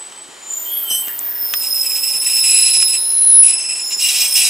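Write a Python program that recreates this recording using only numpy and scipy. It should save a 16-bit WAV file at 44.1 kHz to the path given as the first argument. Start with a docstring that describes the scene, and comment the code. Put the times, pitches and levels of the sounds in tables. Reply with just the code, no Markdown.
"""A diesel train's wheels squeal as it brakes along a curved, wet platform, some way ahead of the microphone.
Friction holds three long squeals while other wheel modes catch, swell and ring down. The brakes bite
again and again: each bite chatters, grinds and roughens the long squeals. Behind them is the dull rush of
the running train; close to the stereo microphone, a few drops and soft steps."""
import sys
import numpy as np
from scipy import signal
from scipy.fft import rfft, irfft, next_fast_len
from scipy.io import wavfile
from scipy.ndimage import uniform_filter1d, minimum_filter1d, map_coordinates

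SR = 44100
rng = np.random.default_rng(int(sys.argv[2]) if len(sys.argv) > 2 else 0)


def wav_record(signal):
    """Record a signal, one row per channel, as 16-bit PCM in the file named by sys.argv[1]."""
    frames = np.transpose(np.atleast_2d(signal))
    bounded = np.clip(frames, -1, 1)
    # unit amplitude maps onto the largest positive 16-bit level
    quanta = np.round(bounded * 32767).astype(np.int16)
    wavfile.write(sys.argv[1], SR, quanta)


N = 198273

# Contours of the long squeals down the platform: (time [s], level [dB])
MAIN_LEVEL = [(1.2, -60), (1.43, -33.5), (1.83, -19), (1.85, -24), (2.34, -23.5), (2.36, -20.5),
              (2.89, -19), (3.27, -44.5), (3.49, -27), (3.99, -26.5), (4.03, -20), (4.14, -26.5),
              (4.19, -16.5), (4.3, -28.5), (4.36, -17), (4.5, -27.5)]
SHRILL_LEVEL = [(0.7, -55), (0.95, -39), (1.29, -47), (1.53, -38), (2.41, -23.5), (2.55, -13), (2.74, -19),
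                (2.77, -14), (2.97, -23), (3.4, -6.5), (3.46, -8), (3.64, -32), (3.8, -34), (3.98, -37),
                (4.01, -31), (4.32, -40), (4.39, -23), (4.5, -30)]
WHISTLE_LEVELS = [
    [(0.45, -62), (0.59, -32), (0.74, -24), (0.93, -30), (1.39, -23.5), (2.5, -31.5), (2.64, -37.5),
     (2.86, -33), (3.28, -43), (3.4, -59)],
    [(3.65, -67), (3.896, -39), (3.946, -48), (4.02, -31.5), (4.176, -32), (4.218, -23), (4.276, -31),
     (4.388, -22), (4.464, -34), (4.496, -31)],
]  # two contours: the whistle sounds twice
# Their slow drift: (time [s], pitch [Hz])
MAIN_DRIFT = [(1.35, 5275), (1.6, 5232), (1.8, 5222), (2.3, 5265), (2.5, 5242), (2.9, 5238), (3.3, 5295),
              (3.6, 5265), (4.5, 5256)]
SHRILL_DRIFT = [(1.95, 10284), (2.55, 10299), (3.15, 10312), (3.4, 10313), (3.8, 10324)]
TWIN_DRIFT = [(0.8, 14361), (1.9, 14369), (4.3, 14428)]  # the lower tone of the whistle
def long_squeals(grind):
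    """Friction holds wheel modes singing. Grinding roughens the lower two; the highest is a close pair."""
    rough = grind ** 2 / (grind ** 2 + amp(-45) ** 2)  # half rough at -45 dB of grinding
    main = amp(2.06 + 1.54 * wobble(20))
    main *= sing(curve(MAIN_DRIFT), flutter=.5 + .24 * rough, width_hz=36.5, skirt_hz=231)
    shrill = amp(1.5 + .5 * wobble(12))
    shrill *= sing(curve(SHRILL_DRIFT), flutter=.12 + .38 * rough, width_hz=55, skirt_hz=170)
    whistle = amp(.5 + 2.5 * wobble(18)) * sing(14493, flutter=.21, width_hz=40, skirt_hz=180)
    twin = amp(-5 + 2.2 * wobble(15)) * sing(curve(TWIN_DRIFT), flutter=.38, width_hz=40, skirt_hz=180)
    pair = sum(map(loudness, WHISTLE_LEVELS)) * (whistle + twin)
    return loudness(MAIN_LEVEL) * main + loudness(SHRILL_LEVEL) * shrill + pair


# Wheel modes that come and go on the curve: name -> (pitch [Hz], flutter [0-1], width [Hz])
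WHEEL_MODES = { "hoot": (1330, .6, 29), "rub": (1780, .95, 230), "growl": (2440, .6, 29),
               "bray": (2830, .6, 29), "moan": (3095, .52, 38), "upper moan": (3300, .9, 45),
               "rasp": (3830, 1, 70), "low ring": (4090, .65, 25), "yelp": (5995, .7, 40),
               "flare": (6220, 1, 120), "chirp": (7078, .65, 32), "ring": (7962, .65, 45),
               "mid ring": (8410, .9, 30), "high ring": (9148, .85, 25), "high twin": (9348, .9, 25),
               "sizzle": (10490, .95, 35), "low zing": (11272, .8, 40), "zing": (11365, .4, 25),
               "top ring": (15502, .3, 20)}
# Friction catches one: (mode name, time at full level [s], hold [s], level [dB], growth [dB/s])
MODE_CATCHES = [ ("ring", 0.0, 0.051, -32, 200), ("ring", .17, 0.067, -38, 180), ("moan", .05, .5, -53, 50),
                ("chirp", 0.47, .05, -35, 100), ("chirp", 0.5, 0.076, -23, 350),
                ("mid ring", .48, 0.59, -42.5, 200), ("moan", 0.665, 0.058, -37, 800),
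                ("upper moan", 0.708, .07, -33.5, 300), ("zing", 0.6, .05, -39, 320),
                ("zing", 0.743, 0.032, -21.5, 270), ("hoot", 0.836, 0.027, -47, 500),
                ("mid ring", 0.908, 0.053, -24, 330), ("zing", 0.904, .03, -24, 400),
                ("moan", 0.91, 0.025, -22, 250), ("low zing", 0.934, .04, -22.5, 180),
                ("ring", 0.95, 0.045, -27, 150), ("bray", 1.05, .03, -40.5, 900),
                ("rub", 1.095, .01, -39, 900), ("rub", 1.31, 0.13, -42.5, 25),
                ("high ring", 1.62, 1.35, -30.5, 95), ("high twin", 1.61, 0.037, -30, 120),
                ("sizzle", 1.67, .55, -33.5, 70), ("mid ring", 1.69, 1.32, -39, 140),
                ("low zing", 1.8, .35, -43, 100), ("sizzle", 2.34, 0.57, -23, 40),
                ("high twin", 2.59, 0.43, -28.5, 22), ("rasp", 2.55, 0.45, -38, 23),
                ("low ring", 2.56, 0.2, -30, 147), ("low zing", 2.545, 0.17, -38, 75),
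                ("low ring", 2.785, 0.58, -36.5, 42), ("sizzle", 2.98, 0.089, -30.5, 53),
                ("flare", 3.16, .15, -43, 80), ("flare", 3.6, 0.0096, -32.5, 700),
                ("ring", 3.325, .01, -34.5, 730), ("rasp", 3.32, 0.0091, -38.5, 500),
                ("sizzle", 3.1, 0.14, -23, 400), ("high twin", 3.43, .06, -33, 300),
                ("sizzle", 3.72, 0.11, -28.5, 100), ("chirp", 3.9, 0.074, -27.5, 82),
                ("sizzle", 4.01, 0.6, -26, 480), ("mid ring", 4.03, .47, -28.5, 300),
                ("high twin", 4.04, 0.17, -31, 216), ("growl", 4.7, 0.033, -27, 740),
                ("bray", 4.02, 0.052, -25.5, 1100), ("top ring", 4.2, .1, -45, 38),
                ("low zing", 4.15, .1, -36, 57), ("upper moan", 4.1, 0.26, -34.5, 180),
                ("growl", 4.22, .02, -31, 610), ("yelp", 4.06, 0.09, -32, 300),
                ("yelp", 4.23, .015, -27, 750), ("mid ring", 4.245, .01, -20, 400),
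                ("high twin", 4.34, 0.058, -20.5, 560), ("high ring", 4.42, .08, -27, 93),
                ("low zing", 4.45, .05, -28.5, 84)]
def passing_squeals():
    """A mode that friction catches grows exponentially, holds unsteadily and rings down."""
    out = np.zeros(N)
    for name, (hz, flutter, width_hz) in WHEEL_MODES.items():
        swells = [swell(*catch, fall=120) for mode, *catch in MODE_CATCHES if mode == name]
        out += np.max(swells, axis=0) * amp(1.6 * wobble(18)) * sing(hz, flutter, width_hz)
    return out


# One hard flange contact: (time at full level [s], hold [s], level [dB], growth [dB/s], fall [dB/s])
FLANGE_CONTACT = (.908, .04, -25.5, 1000, 260)
# The modes it shakes: (pitch [Hz], relative level [dB], width [Hz])
FLANGE_MODES = [(2990, -2, 65), (4060, -19.5, 24), (5240, -10, 50), (5500, -11, 17), (6040, -2, 80),
                (8060, -0.5, 49), (9230, -3, 200)]
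def flange_screech():
    """Out on the curve, a flange hits the rail and shakes several modes at once."""
    modes = sum(amp(db) * sing(hz, flutter=.84, width_hz=width) for hz, db, width in FLANGE_MODES)
    return swell(*FLANGE_CONTACT) * modes


# Brake bites: (time at full grip [s], hold [s], chatter drive [dB], grind drive [dB], slip rate [Hz])
BRAKE_BITES = [(1.625, 0.037, -32, -41.5, 2650), (1.745, 0.053, -34.5, -48.5, 2640),
               (1.84, 0.021, -24, -42.5, 2635), (1.905, 0.016, -25.5, -42, 2530),
               (1.955, 0.028, -28, -40.5, 2640), (2.035, 0.014, -23, -40.5, 2630),
               (2.075, 0.029, -27.5, -41, 2640), (2.13, 0.027, -26, -41, 2550),
               (2.22, 0.027, -26.5, -41, 2650), (2.265, 0.072, -19.5, -39.5, 2640),
               (2.36, 0.032, -21.5, -38, 2620), (2.44, .19, -17, -36, 2619),
               (2.655, 0.042, -19.5, -35.5, 2604), (2.735, 0.034, -19, -35, 2600),
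               (2.8, 0.029, -24.5, -36, 2580), (2.88, 0.022, -25.5, -40, 2645),
               (2.93, 0.024, -20.5, -37.5, 2634), (3.435, 0.084, -24.5, -38.5, 2607),
               (3.53, 0.021, -20.5, -44.5, 2637), (3.58, 0.075, -23, -45.5, 2657),
               (3.69, 0.041, -23.5, -46, 2640), (3.75, 0.058, -26, -44, 2650),
               (3.91, 0.021, -34, -38, 2654), (4.0, 0.071, -22.5, -32, 2625),
               (4.09, 0.17, -39.5, -29.5, 2643), (4.28, .07, -42, -38.5, 2620),
               (4.355, .145, -23.5, -28, 2620)]
def brake_friction():
    """Chatter drive, grind drive and slip rate: each bite grabs fast, holds and lets go."""
    chatter = np.zeros(N)
    grind = swell(1.58, hold=N / SR, db=-50.5, growth=81, fall=0)  # light drag between bites
    slip_hz = np.full(N, float(BRAKE_BITES[0][-1]))
    for time, hold, chatter_db, grind_db, hz in BRAKE_BITES:
        bite = swell(time, hold, db=0, growth=1198, fall=350.5)
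        slip_hz = np.where(amp(chatter_db) * bite > chatter, hz, slip_hz)  # the strongest sets the rate
        chatter = np.maximum(chatter, amp(chatter_db) * bite)
        grind = np.maximum(grind, amp(grind_db) * bite)
    return chatter, grind, slip_hz


def brake_chatter(drive, rate_hz):
    """The brake sticks and slips at an unsteady rate: a rough tone with a strong third harmonic."""
    force = drive * amp(2.5 * wobble(45))
    slip_hz = rate_hz * (1 + .006 * wobble(40))
    first = amp(-9.5) * sing(slip_hz, flutter=.87, width_hz=130, skirt_hz=477)
    third = sing(3 * slip_hz, flutter=.9, width_hz=65, skirt_hz=500)
    # the slips also shake a low mode in fits
    low = amp(-27.5 + 3.5 * wobble(22)) * sing(1960, flutter=.99, width_hz=52)
    return force * (first + third + low)


# Resonances of wheel and brake rigging: (frequency [Hz], width [Hz], relative level [dB])
STEEL_MODES = [(760, 50, -24), (1950, 60, -17), (2250, 34, -12), (2440, 34, -3), (2620, 50, -9),
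               (2830, 49, 0), (3320, 19, -3), (3800, 50, -11), (3913, 24, 0), (4470, 50, -13),
               (4690, 45, -11), (4990, 33, -7), (5660, 60, -8), (5995, 26, 1), (6420, 40, -14),
               (6640, 27, -11), (6850, 70, -11), (7085, 26, -9), (7451, 22, -2), (8020, 60, -1),
               (9000, 74, -11), (12330, 50, -13)]
# The brake scraping the wheel: (frequency [Hz], relative level [dB])
SCRAPE_SPECTRUM = [(700, -32), (1500, -18), (2100, -9), (2700, 1), (3500, -6), (4600, -1), (6300, -3),
                   (7700, 4), (9500, -1), (10800, -8), (11800, -9), (13400, -18), (14200, -32),
                   (15800, -42)]
def brake_grind(drive, ring_db, scrape_db):
    """Dense tiny slips scrape the wheel and ring all its modes at once; a harder bite rings more."""
    def steel(f):
        return sum(amp(db) / (1 + ((f - hz) / (.79 * width)) ** 2) for hz, width, db in STEEL_MODES)

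    slips = rng.standard_normal((2, N)) * amp(1.5 * wobble(500))
    pressure = drive * amp(1.1 * wobble(50))
    hard_bite_db, extra_ring_db_per_db = -22.5, .36
    ring = unit(filtered(slips[0], steel)) * (drive / amp(hard_bite_db)) ** extra_ring_db_per_db
    scrape = unit(coloured(slips[1], SCRAPE_SPECTRUM))
    return pressure * (amp(ring_db) * ring + amp(scrape_db) * scrape)


# Drops, finer drops and steps (most at a walking pace) beside the microphone: (time [s], level [dB])
DROP_TAPS = [(0.123, -14.5), (0.161, -20), (1.074, -11), (1.083, -7), (1.538, 13), (2.827, -2)]
DROP_TICKS = [(.523, -6), (1.191, 3.5), (1.815, 0.5)]
STEP_THUDS = [(0.288, -16), (.91, -9), (1.074, -14), (1.21, -16), (1.425, -17), (1.538, -27),
              (2.151, -14.5), (2.769, -13), (3.367, -17), (3.965, -18)]
# The colour of each: (frequency [Hz], relative level [dB])
TAP_SPECTRUM = [(60, -40), (200, -23), (700, -11), (1500, -1), (2300, -4), (3000, 0), (4800, -10),
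                (6300, -4), (9000, -14), (13000, -18), (16000, -40)]
TICK_SPECTRUM = [(500, -24), (4500, -25), (7300, 6), (9700, 4.5), (12000, -21), (16000, -37)]
THUD_SPECTRUM = [(60, -35), (130, -16), (230, 0), (700, -3), (1500, -14), (6000, -35)]
def drops_and_steps():
    """Close by on the wet platform, drops tap and tick and feet thud softly."""
    hits = [(time, amp(db) * impact(TAP_SPECTRUM, tail_db=-4, t60=.014)) for time, db in DROP_TAPS]
    hits += [(time, amp(db) * impact(TICK_SPECTRUM, tail_db=4, t60=.014)) for time, db in DROP_TICKS]
    hits += [(time, amp(db) * impact(THUD_SPECTRUM, tail_db=29, t60=.034)) for time, db in STEP_THUDS]
    out = np.zeros(N + SR)
    for time, hit in hits:
        out[round(time * SR):][:len(hit)] += hit
    return out[:N]


# The rush of the train from some way off: (frequency [Hz], relative level [dB])
RUSH_SPECTRUM = [(15, -65), (25, -43), (227, -11), (368, -6), (598, -6), (826, -3.5), (1490, -9),
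                 (1660, -8.5), (1850, -7.5), (2770, -9.5), (3170, -8), (6550, -13), (7910, -10),
                 (9050, -12), (15500, -38)]
# Diesel engine tones: (pitch [Hz], level [dB])
ENGINE_TONES = [(70.0, -74.5), (366.1, -60)]
def running_train():
    """Engine hum and the steady rush of rolling wheels, behind the squeals."""
    rush = amp(-40 + .58 * wobble(12)) * unit(coloured(rng.standard_normal(N), RUSH_SPECTRUM))
    hum = sum(amp(db) * sing(hz, flutter=.78, width_hz=6.6, skirt_hz=30) for hz, db in ENGINE_TONES)
    return rush + hum


def platform_echoes(direct, t60):
    """Platform and fences scatter the sound into a short tail, 60 dB down after t60 seconds."""
    t = np.arange(SR // 8) / SR
    scatter = rng.standard_normal(len(t)) * amp(-60 * t / t60)
    return signal.fftconvolve(direct, scatter / np.linalg.norm(scatter))[:N]


# Diffuse sound at the microphone: (frequency [Hz], side level relative to mid [dB])
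SIDE_SPECTRUM = [(60, -32), (250, -22), (600, -10), (1200, -1.5), (2500, -10), (5000, -8.5), (10000, -27)]
# How far the left port leads the right: (frequency [Hz], phase [rad]); negative is a lag
LEFT_LEAD = [(60, -0.11), (150, -0.16), (430, -1.13), (1030, -0.7), (4200, -0.58), (5340, -0.43),
             (7060, -0.41), (10300, -0.25), (14500, -0.14)]
def stereo_microphone(mid, diffuse):
    """Two ports pick up the same wave slightly out of phase; diffuse sound adds width."""
    def port_phases(hz):
        return np.exp(.5j * np.outer([1, -1], along(LEFT_LEAD, hz)))

    side = coloured(diffuse, SIDE_SPECTRUM)
    balance = amp([[.15], [-.15]])
    return filtered(np.array([mid + side, mid - side]), port_phases) * balance


def sing(pitch_hz, flutter, width_hz, skirt_hz=400):
    """A self-excited mode of rms 1: a clean line, plus sidebands from uneven slip and many echo paths."""
    size = next_fast_len(N)
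    offset = np.fft.fftfreq(size, 1 / SR)
    shape = 1 / ((1 + 1j * offset / width_hz) * (1 + 1j * offset / skirt_hz) ** 2)
    white = rng.standard_normal(size) + 1j * rng.standard_normal(size)
    sidebands = unit(np.fft.ifft(shape * white)[:N])
    swing = np.sqrt(1 - flutter ** 2) + flutter * sidebands
    # friction feeds the mode at a steady mean power, however it beats
    swing /= np.sqrt(np.abs(uniform_filter1d(np.abs(swing) ** 2, size=SR // 16)) + 1e-9)
    phase = 2 * np.pi * np.cumsum(pitch_hz * np.ones(N)) / SR
    return np.sqrt(2) * np.real(swing * np.exp(1j * phase))


def impact(spectrum, tail_db, t60):
    """A sharp blow of unit energy with the given colour and a short scattered tail."""
    size = 4096
    cepstrum = irfft(np.log(amp(along(spectrum, np.fft.rfftfreq(size, 1 / SR)))))
    cepstrum[1:size // 2] *= 2  # minimum phase: the energy comes at the start
    cepstrum[size // 2 + 1:] = 0
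    body = irfft(np.exp(rfft(cepstrum)))
    tail = rng.standard_normal(size) * amp(-60 * np.arange(size) / SR / t60)
    blow = amp(tail_db) * tail / np.linalg.norm(tail)
    blow[0] += 1
    hit = signal.fftconvolve(blow, body)[:size]
    return hit / np.linalg.norm(hit)


def swell(time, hold, db, growth, fall):
    """Gain that reaches db at the given time, holds, and dies away; slopes in dB per second."""
    t = np.arange(N) / SR
    return amp(db - abs(growth) * np.maximum(time - t, 0) - abs(fall) * np.maximum(t - time - hold, 0))


def loudness(rows):
    """Gain from (time [s], level [dB]) points, falling 300 dB a second outside their times."""
    t = np.arange(N) / SR
    outside = np.abs(t - np.clip(t, rows[0][0], rows[-1][0]))
    return amp(curve(rows) - 300 * outside)


def curve(rows):
    """(time [s], value) points, interpolated per sample."""
    return np.interp(np.arange(N) / SR, *np.transpose(rows))


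def wobble(rate):
    """A smooth random curve, rate knots a second."""
    knots = rng.standard_normal(int(N * rate / SR) + 4)
    return map_coordinates(knots, [np.arange(N) * rate / SR])


def along(points, hz):
    """(frequency [Hz], value) points, interpolated on a log axis."""
    frequencies, values = np.transpose(points)
    return np.interp(np.log(hz + 1), np.log(frequencies + 1), values)


def filtered(x, response):
    """Pass x through a response given as a function of frequency."""
    size = next_fast_len(N + SR // 2)
    return irfft(rfft(x, size) * response(np.fft.rfftfreq(size, 1 / SR)), size)[..., :N]


def coloured(x, spectrum):
    """Shape x with (frequency [Hz], level [dB]) points."""
    return filtered(x, lambda hz: amp(along(spectrum, hz)))


def amp(db):
    """Decibels to gain."""
    return 10 ** (np.asarray(db) / 20)


def unit(x):
    """Scale to rms 1."""
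    return x / np.sqrt(np.mean(np.abs(x) ** 2) + 1e-20)


def scene():
    """From the platform, the train is off to one side; echoes and part of the rush are diffuse."""
    chatter, grind, slip_hz = brake_friction()
    squeals = long_squeals(grind) + passing_squeals() + flange_screech()
    brakes = brake_chatter(chatter, slip_hz) + brake_grind(grind, ring_db=11.5, scrape_db=9.5)
    direct = squeals + brakes + drops_and_steps()
    echoes = platform_echoes(direct, t60=.089)
    return stereo_microphone(mid=direct + running_train(), diffuse=echoes + running_train())


def record(dry):
    """Behind the microphone, the camera's fast limiter holds down peaks; its band limit cuts the top."""
    ceiling, top_hz, window = .99, 15800, SR // 1000
    needed = ceiling / np.maximum(np.abs(dry).max(axis=0), ceiling)
    gain = uniform_filter1d(minimum_filter1d(needed, size=window), size=window)
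    return filtered(dry * gain, lambda hz: hz < top_hz)


dry = scene()
out = record(dry)
wav_record(out)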